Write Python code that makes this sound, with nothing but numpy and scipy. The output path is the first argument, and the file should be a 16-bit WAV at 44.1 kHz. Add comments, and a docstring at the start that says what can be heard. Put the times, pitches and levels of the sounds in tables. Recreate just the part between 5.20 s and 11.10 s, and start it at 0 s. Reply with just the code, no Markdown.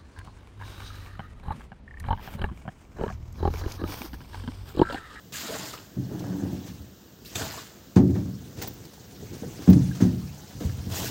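"""The hollow hull of a small moored boat booms as a man in waders works in the bow, then walks aft.
Each contact rings the hull's modes and shakes its ribbed floor boards; a dragged boot sticks and slips.
He tosses two sacks onto the bank and at the end grabs a plastic sack: friction grains crackle and slide.
His clothes swish with his movement; boots and gear scuff, squeak, knock and thud, and a thin jingle rings.
Behind it lie shaped noise for the faint hiss of the river bank and low swells of stirred water."""
import sys
import numpy as np
from scipy import signal
from scipy.fft import rfft, irfft
from scipy.io import wavfile
from scipy.ndimage import uniform_filter1d

SR = 44100
rng = np.random.default_rng(int(sys.argv[2]) if len(sys.argv) > 2 else 0)


def log_audio(samples):
    """Write samples as a 16-bit WAV file to the path given in sys.argv[1]."""
    # one column per channel
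    frames = np.atleast_2d(samples).T
    # limit to full scale, then quantise
    limited = np.clip(frames, -1, 1)
    pcm = np.round(limited * 32767).astype(np.int16)
    wavfile.write(sys.argv[1], SR, pcm)


N = 260190
TIME = np.arange(N) / SR


def from_db(db):
    """Decibels to gain."""
    return 10 ** (np.asarray(db) / 20)


def rms_one(x):
    """Scale to unit power."""
    return x / np.sqrt(np.mean(x ** 2) + 1e-20)


def at_hz(points, hz):
    """Read a table on a log-frequency axis."""
    known, values = np.transpose(points)
    return np.interp(np.log(np.maximum(hz, 1)), np.log(known), values)


def lowpass(x, hz, order=2):
    """Causal low-pass; the tiny offset avoids denormal numbers."""
    sections = signal.butter(order, min(hz, .45 * SR), fs=SR, output="sos")
    return signal.sosfilt(sections, x + 1e-18)


def colour(x, spectrum):
    """Give a steady texture a spectrum; rms 1."""
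    gain = from_db(at_hz(spectrum, np.fft.rfftfreq(N, 1 / SR)))
    return rms_one(irfft(rfft(x) * gain, N))


def flutter(hz, depth_db):
    """A gain that wanders at random; the first second of filter settling is dropped."""
    wander = lowpass(rng.standard_normal(N + SR), hz)[SR:]
    return from_db(depth_db * rms_one(wander))


def grains(per_s, spread_db):
    """Random clicks of uneven size and either sign; rms 1."""
    sizes = from_db(spread_db * np.minimum(rng.exponential(1, N), 4))
    signs = rng.choice([-1, 1], N)
    return rms_one(sizes * signs * (rng.random(N) < per_s / SR))


def friction(per_s, spread_db, patchy_db):
    """Random grains whose half-octave bands swell and fade each in its own way; rms 1."""
    spectrum, out = rfft(grains(per_s, spread_db)), np.zeros(N)
    # everything below 300 Hz shares the lowest band
    band = np.floor(2 * np.log2(np.maximum(np.fft.rfftfreq(N, 1 / SR), 300)))
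    knots_s = np.arange(0, N / SR + 1, .018)
    for k in np.unique(band):
        swell = np.interp(TIME, knots_s, from_db(patchy_db * rng.standard_normal(len(knots_s))))
        out += swell * irfft(spectrum * (band == k), N)
    return rms_one(out)


CHIRP_LOW_HZ, CHIRP_OCTAVES = 752, 3.4
CHIRP_SWELL_S = 0.0062  # time to the crest, and decay constant


def chirps(count):
    """Plastic and rubber catch as tiny tones that swell and die at random times and pitches; rms 1."""
    out, t = np.zeros(N), TIME[:SR // 15]
    for when, height, size in rng.random((count, 3)):
        hz = CHIRP_LOW_HZ * 2 ** (CHIRP_OCTAVES * height)
        swell = t * np.exp(-t / CHIRP_SWELL_S)
        add(out, when * TIME[-1], (.5 + size) * swell * np.sin(2 * np.pi * hz * t))
    return rms_one(out)


def ring(force, hz, t60):
    """A resonance: a unit click sets a sine of height 1 ringing, with t60 in seconds."""
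    r = np.exp(-np.log(1000) / (t60 * SR))
    w = 2 * np.pi * hz / SR
    return signal.lfilter([0, np.sin(w)], [1, -2 * r * np.cos(w), r * r], force + 1e-18)


def dying(t60):
    """One second of exponential decay."""
    return np.exp(-np.log(1000) * TIME[:SR] / t60)


def stroke(s, rise_s, hold_s, release_db_per_s, sag_db_per_s=0):
    """An envelope: straight rise, a hold that may sag, exponential release."""
    past = TIME - s - rise_s
    sag_db = sag_db_per_s * np.clip(past, 0, hold_s)
    release_db = release_db_per_s * np.maximum(past - hold_s, 0)
    return np.clip((TIME - s) / rise_s, 0, 1) * from_db(-sag_db - release_db)


def add(track, s, sound):
    """Mix a sound in at a time in seconds."""
    at = max(round(s * SR), 0)
    track[at:at + len(sound)] += sound[:N - at]


# tone of river and bank: frequency_hz, relative_level_db
BANK_SPECTRUM = [(120, -17), (200, 4), (245, -8), (558, -11), (635, -13), (916, -20), (1650, -17.5),
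                 (2290, -29), (2860, -21), (7140, -22), (10700, -43), (14300, -18.5), (16000, -21)]
# tone of the stirred water: frequency_hz, relative_level_db
WATER_SPECTRUM = [(25, -45), (50, -4.5), (85, 0.5), (130, 0), (200, -5), (330, -6), (500, -12.5),
                  (900, -65)]
# soft low rumbles, as of water stirred when the hull rocks: crest_s, level_db
WATER_SWELLS = [(3.4, -44), (4.25, -42), (5.85, -42.5)]
BANK_DB, CALM_WATER_DB = -53, -52.5
SWELL_WIDTH_S = 0.14  # standard deviation of the bell-shaped swell


def river_bank():
    """Steady far hiss, and fluttering low noise as water stirs softly against the rocking hull."""
    hiss = from_db(BANK_DB) * colour(rng.standard_normal(N), BANK_SPECTRUM)
    stir = colour(rng.standard_normal(N) * flutter(hz=9.8, depth_db=3), WATER_SPECTRUM)
    swells = sum(from_db(db) * np.exp(-.5 * ((TIME - s) / SWELL_WIDTH_S) ** 2) for s, db in WATER_SWELLS)
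    return hiss + (from_db(CALM_WATER_DB) + swells) * stir


# how briskly the man moves, as cloth level before the clothes trim: time_s, level_db
BRISKNESS = [(0, -64.5), (0.7, -62), (0.96, -52.5), (1.5, -52), (1.72, -64), (2.7, -58.5), (3.35, -53.5),
             (3.75, -56), (4.5, -46.5), (5.1, -51), (5.9, -48)]


def movement():
    """The man's briskness as a gain."""
    return from_db(np.interp(TIME, *np.transpose(BRISKNESS)))


# tone of rubbing cloth, also used by the scuffs: frequency_hz, relative_level_db
CLOTH_SPECTRUM = [(290, -4), (500, -5), (613, -10), (678, -6.5), (773, -8), (893, -9.5), (1230, -14.5),
                  (1620, -12.5), (2360, -15.5), (5390, -13), (6330, -11.5), (10100, -24.5), (14000, -21.5),
                  (16000, -15.5)]
FOLDS_PER_S, FOLD_T60_S = 14, .03
FOLD_DB, CLOTH_CHIRP_DB = -13, -19  # against the steady rubbing
CLOTHES_TRIM_DB = 2.0


def clothes():
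    """Fine friction grains follow the man's movement; now and then a fold flicks over."""
    rubbing = friction(per_s=7000, spread_db=1.5, patchy_db=3.0)
    rubbing = rubbing + from_db(CLOTH_CHIRP_DB) * chirps(count=150)
    flicks = signal.fftconvolve(np.abs(grains(FOLDS_PER_S, spread_db=5.5)), dying(FOLD_T60_S))[:N]
    folds = rms_one(flicks * rng.standard_normal(N))
    cloth = colour(rubbing + from_db(FOLD_DB) * folds, CLOTH_SPECTRUM)
    return from_db(CLOTHES_TRIM_DB) * movement() * cloth


# tossed sacks land and slide to rest:
# start_s, crackle_db, slide_s, fade_db_per_s, load_db, load_rise_s
SACK_TOSSES = [(0.122, -36.5, 0.34, 9, -37.5, 0.22), (2.146, -35.5, .24, 35.5, -36.5, 0.063)]
# tone of sacks on the bank: frequency_hz, relative_level_db
FAR_CRACKLE_SPECTRUM = [(710, -34), (1200, -2), (1630, -1), (2400, -5), (2830, -2.5), (4960, -1),
                        (5650, -5.5), (7100, 0), (9930, -16.5), (15000, -7), (16000, -15.5)]
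# tone of the sack at arm's length: frequency_hz, relative_level_db
NEAR_CRACKLE_SPECTRUM = [(710, -32), (1200, -11), (1370, -33), (1810, -4), (2400, -7.5), (2620, -1.5),
                         (3740, -3), (7020, -1), (10400, -13.5), (14000, -2), (16000, -6.5)]
# dull tone of the load inside: frequency_hz, relative_level_db
LOAD_SPECTRUM = [(88, -48), (150, -5.5), (281, 5), (388, -1.5), (457, 5), (525, -3.5), (647, 6.5),
                 (752, -2.5), (845, 1.5), (1620, -4.5), (2400, -13.5), (3120, -20), (5280, -120)]
LANDING_S, STOP_DB_PER_S, LOAD_FADE_DB_PER_S = 0.014, 96, 66
# the second sack is swung before it flies: a thin crackle
SWING_S, SWING_RISE_S, SWING_HOLD_S, SWING_DB = 2.047, .003, 0.047, -47
# the sack at arm's length is gripped and let go
GRAB_S, GRAB_RISE_S, GRAB_HOLD_S, GRAB_RELEASE_DB_PER_S = 5.68, 0.078, 0.12, 168
GRAB_CRACKLE_DB, GRAB_LOAD_DB = -34, -40
CLICK_DB, SACK_CHIRP_DB = -6.5, -18  # against the dense crackle


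def sacks():
    """Woven plastic crackles in dense clumps while the load inside slides with a duller rustle."""
    sliding, load = np.zeros(N), np.zeros(N)
    for s, crackle_db, slide_s, fade, load_db, load_rise_s in SACK_TOSSES:
        sliding += from_db(crackle_db) * stroke(s, LANDING_S, slide_s, STOP_DB_PER_S, fade)
        load += from_db(load_db) * stroke(s, load_rise_s, 0, LOAD_FADE_DB_PER_S)
    swing = from_db(SWING_DB) * stroke(SWING_S, SWING_RISE_S, SWING_HOLD_S, STOP_DB_PER_S)
    grab = stroke(GRAB_S, GRAB_RISE_S, GRAB_HOLD_S, GRAB_RELEASE_DB_PER_S)
    creases = friction(per_s=5000, spread_db=0, patchy_db=2.5)
    creases = creases + from_db(CLICK_DB) * grains(per_s=230, spread_db=1.5)
    creases = creases + from_db(SACK_CHIRP_DB) * chirps(count=300)
    far_crackle = sliding * colour(creases, FAR_CRACKLE_SPECTRUM)
    near_crackle = (from_db(GRAB_CRACKLE_DB) * grab + swing) * colour(creases, NEAR_CRACKLE_SPECTRUM)
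    rustle = colour(friction(per_s=900, spread_db=0.0, patchy_db=4.0), LOAD_SPECTRUM)
    return far_crackle + near_crackle + (load + from_db(GRAB_LOAD_DB) * grab) * rustle


# slaps and scuffs of sacking, soles and cloth, levels before the trim:
# start_s, level_db, rise_s, t60_s, dulling_cutoff_hz
SCUFF_EVENTS = [(0.1225, -29.5, 0.00092, .03, 14000), (0.529, -28.5, 0.0055, .1, 7000),
                (0.992, -32, .004, 0.058, 9000), (1.315, -43, .01, .2, 9000),
                (1.46, -35, 0.011, .16, 10000), (2.112, -36.5, .015, .3, 14000),
                (2.1552, -22.5, 0.0004, 0.044, 14000), (2.759, -22.5, 0.0025, .13, 3200),
                (2.935, -39.5, 0.016, 0.35, 7000), (3.365, -38.5, 0.017, 0.73, 12000),
                (3.414, -26, 0.0048, 0.12, 12100), (3.472, -34, 0.0011, 0.047, 12100),
                (4.125, -41, 0.0073, 0.38, 12000), (4.415, -34.5, 0.0056, 0.1, 12000),
                (4.472, -28.5, .002, 0.5, 1000), (4.497, -30, 0.0022, 0.055, 14000),
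                (4.529, -23, 0.0021, 0.042, 5000), (4.746, -34, .009, 0.15, 14000),
                (4.801, -29.5, 0.012, 0.31, 7000), (5.403, -39.5, 0.0019, 0.68, 11900)]
SCUFF_TRIM_DB = -1.5


def scuffs():
    """Short bursts of friction grains with a quick rise; broad, soft contacts are the duller ones."""
    out, texture = np.zeros(N), colour(grains(per_s=9000, spread_db=3.5), CLOTH_SPECTRUM)
    for s, db, rise_s, t60, dull_hz in SCUFF_EVENTS:
        rise = 1 - np.exp(-TIME[:SR] / rise_s)
        burst = np.roll(texture, -round(s * SR))[:SR] * rise * dying(t60)
        keep = np.exp(-2 * np.pi * dull_hz / SR)  # one-pole low-pass
        dulled = signal.lfilter([1 - keep], [1, -keep], burst)
        add(out, s, from_db(db + SCUFF_TRIM_DB) * dulled)
    return out


# small squeaks, knocks and thuds of boots, sacking and gear, levels before the trim:
# start_s, peak_db, pitch_hz, noise_t60_s
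SMALL_NOTES = [(0.149, -37, 1650, 0.035), (0.284, -32.5, 454, 0.22), (0.536, -36, 1265, 0.12),
               (0.577, -39, 2900, 0.042), (0.914, -30.5, 305, 0.37), (2.058, -39, 3960, 0.03),
               (2.157, -24.5, 3700, 0.03), (2.212, -35, 780, 0.058), (2.217, -29.5, 1530, 0.045),
               (2.340, -34, 960, 0.058), (2.376, -35.5, 1160, 0.062), (2.767, -31.5, 1060, 0.082),
               (3.424, -36.5, 808, 0.16), (4.025, -38, 443, 0.084), (4.232, -31.5, 475, 0.096),
               (4.391, -33, 326, 0.11), (4.712, -41, 1640, 0.092), (4.825, -37.5, 6300, 0.054),
               (5.405, -36.5, 455, 0.27), (5.494, -41, 1700, 0.059)]
SMALL_NOTE_TRIM_DB = 2.5


def squeaks_and_knocks():
    """Brief dying noise sets one resonance ringing: high ones squeak, low ones knock or thud."""
    out = np.zeros(N)
    for s, db, hz, t60 in SMALL_NOTES:
        noise = rng.standard_normal(SR) * dying(t60)
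        # the resonance itself dies three times faster than the noise
        note = ring(noise, hz, t60 / 3)
        add(out, s, from_db(db + SMALL_NOTE_TRIM_DB) * note / np.abs(note).max())
    return out


# single bumps of boots and loads, levels before the hull and board trims:
# start_s, force_db, contact_cutoff_hz, place_along_hull_0_to_1, rattle_db
SINGLE_BUMPS = [(0.29, -38, 350, 0.4, -43), (0.387, -30, 447, .30, -43), (0.766, -8.5, 190, .764, -26),
                (0.9049, -39, 500, 0.48, -40), (1.0995, -21, 410, 0.31, -48),
                (1.2217, -13.5, 284, .571, -28), (1.329, -20.5, 358, .106, -33),
                (1.4839, -20.5, 130, .623, -34), (1.6049, -26.5, 90, .007, -36),
                (2.1517, -15, 110, .236, -38), (2.2096, -14.5, 105, .22, -25.5),
                (2.952, -19.5, 740, 0.5, -31.5), (3.055, -22, 254, .29, -28),
                (4.0245, -29.5, 172, 0.92, -38), (4.222, -23, 388, 0.05, -38),
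                (4.9349, -19, 185, 0.4, -26.5), (5.3472, -13, 69, .226, -19),
                (5.668, -12, 139, 0.05, -30.5), (5.789, -21, 90, 0.27, -21)]
# full steps, heel then sole; the sole's rattle is against its force:
# start_s, heel_db, heel_cutoff_hz, heel_place_0_to_1, roll_s, sole_db, sole_cutoff_hz,
# sole_place_0_to_1, settle_delay_s, settle_db, relative_rattle_db
FOOTSTEPS = [(2.763, -.5, 377, 0.127, .0307, -1, 300, 0.396, 0.1, -9.5, -19),
             (4.4725, -5.5, 298, 0.27, .0131, 3.5, 205, 0.17, .0713, -7.5, -13.5),
             (4.802, -15.5, 750, .28, .017, -0.5, 206, 0.1995, .0273, -8, -16),
             (5.406, -22.5, 690, 0.33, .0417, -0.5, 71.6, 0.054, 0.13, -7, -19)]
HEEL_RATTLE_DB = -12  # against the heel's force


def blows():
    """Every contact with the hull as a bump: a step is heel, sole, then the weight settling."""
    rows = list(SINGLE_BUMPS)
    for (s, heel_db, heel_hz, heel_place, roll_s, sole_db, sole_hz, sole_place,
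         settle_s, settle_db, rattle_db) in FOOTSTEPS:
        sole_s = s + roll_s
        rows += [(s, heel_db, heel_hz, heel_place, heel_db + HEEL_RATTLE_DB),
                 (sole_s, sole_db, sole_hz, sole_place, sole_db + rattle_db),
                 (sole_s + settle_s, settle_db, sole_hz, sole_place, settle_db + rattle_db)]
    return rows


def contact(hz):
    """The force pulse of a rubber sole: the softer, the lower its cut-off and the longer it lasts."""
    return lowpass(signal.unit_impulse(SR // 10), hz)


# modes of the hull's panels, also used by the boot drag: frequency_hz, relative_level_db, t60_s
HULL_MODES = [(76.7, -24, 0.99), (85.4, -17.5, 0.32), (90, -13, 0.73), (110, -13.5, 0.84),
              (129.05, -9.5, 0.65), (143.3, -21.5, 1), (181, -9.5, 0.68), (187, -1.5, 0.34),
              (204, -17, 0.98), (217.5, -16.5, 0.59), (271.4, -10, 0.18), (248.8, -4.5, 0.29),
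              (283.7, -6.5, 0.53), (295.4, -9.5, 0.31), (316.4, -11, 0.44), (343.5, -14.5, 0.34),
              (359.4, -10.5, 0.45), (410.7, -21, 0.48), (450, -32, 0.96), (460.4, -9.5, 0.1),
              (560, -16.5, 0.04), (589, -18, 0.18), (720, -20, 0.12), (752, -17.5, 0.17)]
HULL_TRIM_DB = -6.5


def hull_booms():
    """Each blow rings the hull's modes, each by its standing-wave shape at the place that is hit."""
    contacts = blows()
    pulses = [from_db(db) * contact(hz) for s, db, hz, place, rattle_db in contacts]
    out = np.zeros(N)
    for k, (hz, mode_db, t60) in enumerate(HULL_MODES):
        force = np.zeros(N)
        for (s, _, _, place, _), pulse in zip(contacts, pulses):
            add(force, s, pulse * np.cos(np.pi * k * place))
        out += from_db(mode_db) * ring(force, hz, t60)
    # the panels radiate little below their lowest mode
    radiation = signal.butter(4, 52, "high", fs=SR, output="sos")
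    return from_db(HULL_TRIM_DB) * signal.sosfilt(radiation, out)


# dense ring of floor boards and loose gear: frequency_hz, relative_level_db
BOARD_SPECTRUM = [(40, -20), (70, -7), (120, 2), (300, 1), (450, -8), (700, -2.5), (1100, -8), (1700, 3),
                  (2500, -5.5), (5000, -2)]
# how long the boards ring, read at each octave's centre: frequency_hz, t60_s
BOARD_DECAY = [(60, 0.86), (250, 0.7), (500, 0.4), (1500, 0.16), (6000, 0.11)]
BOARD_TRIM_DB, BOARD_RISE_S = 8.5, 0.0018


def board_rattle():
    """Each blow also shakes the floor boards: countless close modes, the high ones dying first."""
    edges = 40 * 2. ** np.arange(9)  # octave edges in Hz
    lows = edges[:-1]
    hz, out = np.fft.rfftfreq(SR, 1 / SR), np.zeros(N)
    shape = rms_one(from_db(at_hz(BOARD_SPECTRUM, hz)) * (hz < edges[-1]))
    octaves = np.array([shape * (hz >= low) * (hz < 2 * low) for low in lows])
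    decays = np.array([dying(at_hz(BOARD_DECAY, low * np.sqrt(2))) for low in lows])
    rise = 1 - np.exp(-TIME[:SR] / BOARD_RISE_S)
    for s, _, contact_hz, _, rattle_db in blows():
        noise = rfft(rng.standard_normal(SR))
        tail = np.sum(irfft(noise * octaves, SR) * decays, axis=0)
        add(out, s, from_db(rattle_db + BOARD_TRIM_DB) * lowpass(tail * rise, contact_hz))
    return out


# tone of grit under the sole: frequency_hz, relative_level_db
GRIT_SPECTRUM = [(240, -16), (400, 1), (589, -3.5), (753, -2), (1310, -15), (1650, -11), (2230, -31),
                 (3000, -23), (3900, -57), (6600, -120)]
# the leg leans in, holds and lets go
DRAG_S, DRAG_RISE_S, DRAG_HOLD_S, DRAG_RELEASE_DB_PER_S = 0.78, 0.32, 0.13, 59
SHUDDER_DB, GRIT_DB = -32.5, -44.5


def boot_drag(place=0.333):
    """The sole sticks and slips unevenly at one place on the ribs; the hull shudders and grit rasps."""
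    effort = stroke(DRAG_S, DRAG_RISE_S, DRAG_HOLD_S, DRAG_RELEASE_DB_PER_S)
    slips = lowpass(grains(per_s=260, spread_db=2.5), hz=422)
    panels = np.zeros(N)
    for k, (hz, db, t60) in enumerate(HULL_MODES):
        # the modes ring shorter here than after a blow
        panels += np.cos(np.pi * k * place) * from_db(db) * ring(slips, hz, t60 * 0.59)
    # the steady pull of the leg keeps the shudder even
    power = np.abs(uniform_filter1d(panels ** 2, size=SR // 30))
    shudder = panels / np.sqrt(power + 1e-12)
    rasp = colour(friction(per_s=1000, spread_db=-0.5, patchy_db=3.5), GRIT_SPECTRUM)
    return effort * (from_db(SHUDDER_DB) * shudder + from_db(GRIT_DB) * rasp)


# touches of something tiny he carries, levels before the trim: start_s, level_db
JINGLE_TOUCHES = [(3.420, -27), (3.476, -22), (3.533, -37), (4.498, -21)]
# its very high modes: frequency_hz, relative_level_db, t60_s
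TINY_MODES = [(14700, -14, .012), (15235, 4, .03), (15450, -8, .02), (15620, -7, .025)]
JINGLE_TRIM_DB = -32


def jingle():
    """Something tiny is touched a few times and shivers: dying noise drives very high modes."""
    touches = np.zeros(N)
    for s, db in JINGLE_TOUCHES:
        add(touches, s, from_db(db) * rng.standard_normal(SR) * dying(t60=0.069))
    shiver = sum(from_db(db) * ring(touches, hz, t60) for hz, db, t60 in TINY_MODES)
    return from_db(JINGLE_TRIM_DB) * shiver


def scene():
    """All sources at one microphone in the open air."""
    boat = hull_booms() + board_rattle() + boot_drag()
    handling = sacks() + clothes() + scuffs() + squeaks_and_knocks() + jingle()
    return (boat + handling + river_bank())[None]


def record(dry):
    """The microphone sheds the deep bass, rounds the highest peaks and cuts the top."""
    bass_cut = signal.butter(3, 40, "high", fs=SR, output="sos")
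    thin = signal.sosfilt(bass_cut, dry)
    rounded = thin / (1 + (thin / .95) ** 6) ** (1 / 6)
    top_cut = signal.ellip(12, .2, 80, 15900, fs=SR, output="sos")
    return signal.sosfilt(top_cut, rounded)


dry = scene()
out = record(dry)
log_audio(out)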